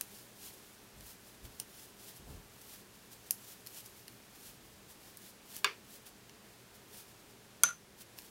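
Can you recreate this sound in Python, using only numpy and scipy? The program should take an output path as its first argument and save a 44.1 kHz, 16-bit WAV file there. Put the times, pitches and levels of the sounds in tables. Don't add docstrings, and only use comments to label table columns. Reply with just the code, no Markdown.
import sys
import numpy as np
from scipy import signal
from scipy.fft import rfft, irfft, next_fast_len
from scipy.io import wavfile
from scipy.ndimage import uniform_filter1d

SR = 44100
rng = np.random.default_rng(int(sys.argv[2]) if len(sys.argv) > 2 else 0)


def unload_wav(signal):
    wavfile.write(
        sys.argv[1],
        SR,
        np.round(np.clip(np.atleast_2d(signal).T, -1, 1) * 32767).astype(np.int16),
    )


N = 366030

# peak_s, relative_db, length_s
YARN_STROKES = [(0.185, -55, 0.21), (0.47, -49, .105), (0.545, -56.5, .05), (0.7, -61.5, 0.23),
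                (1.105, -54, 0.13), (1.285, -60, 0.1), (1.825, -54.5, .15), (2.085, -54.5, .14),
                (2.175, -55.5, 0.052), (2.31, -62, 0.082), (2.74, -52.5, .12), (3.51, -53, 0.16),
                (3.785, -48.5, 0.1), (3.99, -60.5, .13), (4.478, -52.5, 0.12), (5.07, -58, .12),
                (5.275, -55, 0.12), (5.575, -49.5, .11), (5.955, -55, .1), (6.996, -51.5, 0.12),
                (7.1, -61, .07), (8.018, -51, 0.043), (8.255, -58, 0.11)]
# peak_s, relative_db
TIP_SKIDS = [(1.454, -55), (1.6, -54), (2.0, -59), (2.088, -51.5), (2.618, -58), (3.124, -52.5),
             (3.268, -58), (3.668, -56), (3.86, -55), (4.355, -59), (4.903, -52), (6.069, -53.5),
             (6.752, -57.5), (8.183, -55)]
# time_s, relative_db
FABRIC_STIR = [(0, -66.5), (3.4, -65.5), (5.3, -67), (6.3, -72.5), (8.3, -72)]
# frequency_hz, relative_db
FRICTION_SPECTRUM = [(300, -7), (900, -5.5), (2000, -8), (3300, 0), (3850, -1), (4300, -1.5), (4800, 0.5),
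                     (6200, 0), (7900, -0.5), (10500, 1), (12200, 0), (12950, 3.5), (13500, -0.5),
                     (15500, 0)]
# start_s, relative_body_db, edge_over_body_db
TIP_CONTACTS = [(0.0103, -43, 9), (1.008, -59, 2), (1.453, -59, -13), (1.5994, -44.5, 8),
                (3.308, -43.5, 17.5), (3.664, -55, 3), (3.6707, -51, 5.5), (3.86, -59.5, 7),
                (4.0804, -50.5, -1), (5.1715, -67, 18), (5.565, -53.5, 11.5), (6.295, -55.5, -15),
                (8.187, -49.5, 1), (8.2196, -64, 5)]
# frequency_hz, bandwidth_hz, gain_db
SHAFT_MODES = [(846, 500, -17.5), (1770, 270, -10.5), (2830, 600, -10), (4260, 230, -5), (5420, 870, -9),
               (7130, 490, -9.5), (8800, 750, -7), (11150, 670, -5), (13170, 750, -6), (15900, 560, -11)]
# frequency_hz, level_db, t60_s
KNOCK_MODES = [(408, -40, 0.17), (510, -44, 0.067), (1002, -29.5, 0.049), (1150, -21.5, 0.027),
               (1285, -30, 0.044), (1614, -22, 0.03), (1700, -30, 0.07), (2250, -27, 0.069),
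               (2516, -24, 0.027), (2550, -38, 0.054), (2790, -35, 0.096), (2830, -28, 0.039),
               (3460, -28, 0.034), (3520, -40.5, 0.17), (3560, -24, .035), (4480, -30, .05),
               (4650, -27, 0.028), (5560, -30.5, 0.03), (6750, -26.5, 0.021)]
CLINK_MODES = [(161.3, -51, 0.83), (937, -34.5, 0.055), (1170, -27.5, 0.051), (1377, -22, 0.056),
               (1438, -20.5, 0.074), (2180, -29, 0.019), (2340, -30.5, 0.053), (3290, -23.5, 0.029),
               (4370, -27, 0.015), (4810, -27, 0.031), (6110, -21.5, 0.23), (6420, -28, .13),
               (6970, -22, .02), (8850, -9, 0.0068), (9630, -10.5, 0.0056), (10580, -13.5, .01),
               (11340, -12, 0.0077)]
# frequency_hz, relative_db
KNOCK_CRACK_SPECTRUM = [(40, -44), (250, -16), (700, -10), (1200, -4.5), (3000, 1.5), (6000, -5),
                        (9000, -5.5), (12000, -15), (13200, -10), (16000, -30)]
KNOCK_TAIL_SPECTRUM = [(40, -45), (200, -26), (450, 2), (700, -10), (1050, 2.5), (1900, 0), (2350, 5),
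                       (4000, -9), (4550, -2), (5200, -10), (5700, -8.5), (7500, -23), (16000, -28)]
CLINK_CRACK_SPECTRUM = [(40, -44), (250, -10.5), (600, -13), (1300, -8), (3000, -11), (5500, -8),
                        (8000, -8), (8800, -13), (10200, -6.5), (11500, -3), (12200, -2), (14500, -10),
                        (16000, -11)]
CLINK_TAIL_SPECTRUM = [(40, -32), (160, -1), (600, 1), (1100, 1), (1430, 12), (1800, 6), (3300, 4),
                       (5500, -2), (6300, 12), (8000, -5), (9000, 0), (11300, -1), (13000, -8),
                       (16000, -23)]
# start_s, ring_gain_db, scuff_db
CLINK_BOUNCES = [(7.6863, -12, -34), (7.7038, -14.5, -40), (7.727, -26, -49)]
# peak_s, level_db, length_s
HAND_BUMPS = [(0.985, -58.5, .15), (1.449, -53, 0.12), (2.2, -55, 0.077), (2.3, -46.5, 0.14),
              (4.55, -69, 0.73)]
# frequency_hz, relative_db
BUMP_SPECTRUM = [(20, -23), (38, -5), (55, 1.5), (80, -4), (120, -7), (200, -16), (450, -22), (1200, -32),
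                 (4000, -49)]
AIR_SPECTRUM = [(12, -46), (20, -12), (98, -3.5), (148, -4.5), (196, 0.5), (259, -3.5), (382, -3.5),
                (565, -7), (857, -9), (1230, -11), (1770, -10.5), (1920, -12), (2150, -12), (7520, -17),
                (15500, -22.5)]
# frequency_hz, bandwidth_hz, level_db
VENTILATION_BANDS = [(52, 6.2, -81), (118.4, 11.8, -72.5), (204, 13, -74), (405, 55, -74)]


def yarn_friction(gain_db=1, snag_db=1.6, snags_per_s=4000, snag_share=0.36, wood_share=0.11, grip_db=1):
    snags = rng.standard_normal(N) * amp(snag_db * np.minimum(rng.exponential(1, N), 3))
    snags *= rng.random(N) < snags_per_s / SR
    slip = np.sqrt(1 - snag_share) * rng.standard_normal(N) + np.sqrt(snag_share) * unit(snags)
    wood = unit(needle_shaft(rng.standard_normal(N)))
    rub = np.sqrt(1 - wood_share) * colour(slip, FRICTION_SPECTRUM) + np.sqrt(wood_share) * wood
    grip = unit(uniform_filter1d(rng.standard_normal(N), size=700))
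    return amp(gain_db + grip_db * grip) * rubbing_envelope() * rub


def rubbing_envelope(wander_db=2.5, wander_s=0.05, skid_s=0.037):
    t = np.arange(N) / SR
    wander = np.interp(t / wander_s, np.arange(1000), rng.standard_normal(1000))
    stir = amp(np.interp(t, *np.transpose(FABRIC_STIR)) + wander_db * wander)
    strokes = swells(YARN_STROKES, rise_share=0.68)
    skids = swells([(peak_s, db, skid_s) for peak_s, db in TIP_SKIDS], rise_share=0.34)
    return np.sqrt(strokes ** 2 + skids ** 2 + stir ** 2)


def tip_ticks(gain_db=-4, chatter_db=-14, chatter_s=0.0019, split_hz=6000):
    out, t = np.zeros(N), np.arange(SR // 60) / SR
    low, high = (signal.butter(3, split_hz, kind, fs=SR, output="sos") for kind in ("low", "high"))
    for start_s, body_db, edge_db in TIP_CONTACTS:
        force = amp(chatter_db) * rng.choice([-1., 1.], len(t)) * np.exp(-t / chatter_s)
        add(force, 0.0004, np.ones(1))
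        wood = needle_shaft(force)
        body = unit(signal.sosfilt(low, wood))
        edge = amp(edge_db) * unit(signal.sosfilt(high, wood))
        add(out, start_s, amp(body_db + gain_db) * (body + edge))
    return room(out, wet_db=-12.5, t60_s=0.16, echo_db=-25)


def needle_shaft(force):
    return sum((-1) ** k * amp(db) * resonate(force, hz, bandwidth_hz)
               for k, (hz, bandwidth_hz, db) in enumerate(SHAFT_MODES))


def wooden_knock(start_s=5.6443, rise_s=0.00071):
    out, t = np.zeros(N), np.arange(SR // 3) / SR
    crack = burst(KNOCK_CRACK_SPECTRUM, t, db=-16.5, rise_s=0.00055, t60_s=0.014)
    tail = burst(KNOCK_TAIL_SPECTRUM, t, db=-30.5, rise_s=0.0083, t60_s=0.21)
    modes = ring(KNOCK_MODES, t) * (1 - np.exp(-t / rise_s))
    add(out, start_s, modes + crack + tail)
    return out


def ringing_clink(start_s=7.6348, damping_db=-5, damping_s=0.018):
    out, t = np.zeros(N), np.arange(SR // 3) / SR
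    crack = burst(CLINK_CRACK_SPECTRUM, t, db=-15, rise_s=0.0001, t60_s=0.014)
    tail = burst(CLINK_TAIL_SPECTRUM, t, db=-29.5, rise_s=0.0013, t60_s=0.22)
    since_bounce_s = start_s + t - CLINK_BOUNCES[0][0]
    damping = amp(damping_db * np.clip(since_bounce_s / damping_s, 0, 1))
    add(out, start_s, ring(CLINK_MODES, t) * damping + crack + tail)
    low_modes = [mode for mode in CLINK_MODES if 1000 < mode[0] < 2000]
    low_ring = ring(low_modes, t) * (1 - np.exp(-t / 0.0033))
    for bounce_s, ring_gain_db, scuff_db in CLINK_BOUNCES:
        scuff = burst(CLINK_TAIL_SPECTRUM, t, db=scuff_db, rise_s=0.00098, t60_s=0.032)
        add(out, bounce_s, amp(ring_gain_db) * low_ring + scuff)
    return out


def hand_bumps():
    return swells(HAND_BUMPS, rise_share=0.27) * colour(rng.standard_normal(N), BUMP_SPECTRUM)


def room(x, wet_db, t60_s, echo_db):
    t = np.arange(SR // 4) / SR
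    tail = rng.standard_normal(len(t)) * amp(-60 * t / t60_s) * (t > 0.004)
    response = amp(wet_db) * tail / np.linalg.norm(tail)
    for delay_s in (0.0088, 0.0113):
        add(response, delay_s, amp([echo_db]))
    return x + signal.oaconvolve(x, response)[:N]


def room_air(hiss_db=-59):
    drone = np.zeros(N)
    for hz, bandwidth_hz, db in VENTILATION_BANDS:
        band = resonate(rng.standard_normal(N), hz, bandwidth_hz)
        drone += amp(db) * unit(resonate(band, hz, bandwidth_hz))
    return amp(hiss_db) * colour(rng.standard_normal(N), AIR_SPECTRUM) + drone


def swells(movements, rise_share):
    t, power = np.arange(0, N, 32) / SR, 0
    for peak_s, db, length_s in movements:
        flank_s = length_s * np.where(t < peak_s, rise_share, 1 - rise_share)
        power += amp(db) ** 2 * np.exp(-2 * abs((t - peak_s) / flank_s) ** 1.5)
    return np.interp(np.arange(N) / SR, t, np.sqrt(power))


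def ring(modes, t):
    return sum((-1) ** k * amp(db - 60 * t / t60_s) * np.sin(2 * np.pi * hz * t)
               for k, (hz, db, t60_s) in enumerate(modes))


def burst(spectrum, t, db, rise_s, t60_s, highpass_hz=140):
    noise = colour(rng.choice([-1., 1.], len(t)), spectrum)
    envelope = (1 - np.exp(-t / rise_s)) * amp(db - 60 * t / t60_s)
    return signal.sosfilt(signal.butter(2, highpass_hz, "high", fs=SR, output="sos"), noise * envelope)


def colour(x, spectrum):
    hz, db = np.transpose(spectrum)
    size = next_fast_len(len(x))
    gain = amp(np.interp(np.log(np.fft.rfftfreq(size, 1 / SR) + 1), np.log(hz), db))
    return unit(irfft(rfft(x, size) * gain, size)[:len(x)])


def resonate(x, hz, bandwidth_hz):
    return signal.lfilter(*signal.iirpeak(hz, hz / bandwidth_hz, SR), x)


def amp(db):
    return 10 ** (np.asarray(db) / 20)


def unit(x):
    return x / np.sqrt(np.mean(x ** 2) + 1e-20)


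def add(mix, start_s, sound):
    part = mix[max(round(start_s * SR), 0):][:len(sound)]
    part += sound[:len(part)]


def scene():
    mono = yarn_friction() + tip_ticks() + wooden_knock() + ringing_clink() + hand_bumps() + room_air()
    return np.array([mono, mono])


def record(dry, threshold_db=-21, slope=0.52, recovery_db_per_s=11, cutoff_hz=15900):
    power = signal.lfilter(np.ones(256) / 256, 1, dry[0] ** 2)
    power_db = 10 * np.log10(abs(power) + 1e-12)
    recovery_db = np.arange(N) * recovery_db_per_s / SR
    held_db = np.maximum.accumulate(power_db + recovery_db) - recovery_db
    excess_db = np.maximum(held_db - threshold_db, 0)
    reduction_db = slope * signal.lfilter(np.ones(400) / 400, 1, excess_db)
    lowpass = signal.firwin(255, cutoff_hz, window=("kaiser", 8), fs=SR)
    return signal.oaconvolve(dry / amp(reduction_db), lowpass[None], "same")


dry = scene()
out = record(dry)
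unload_wav(out)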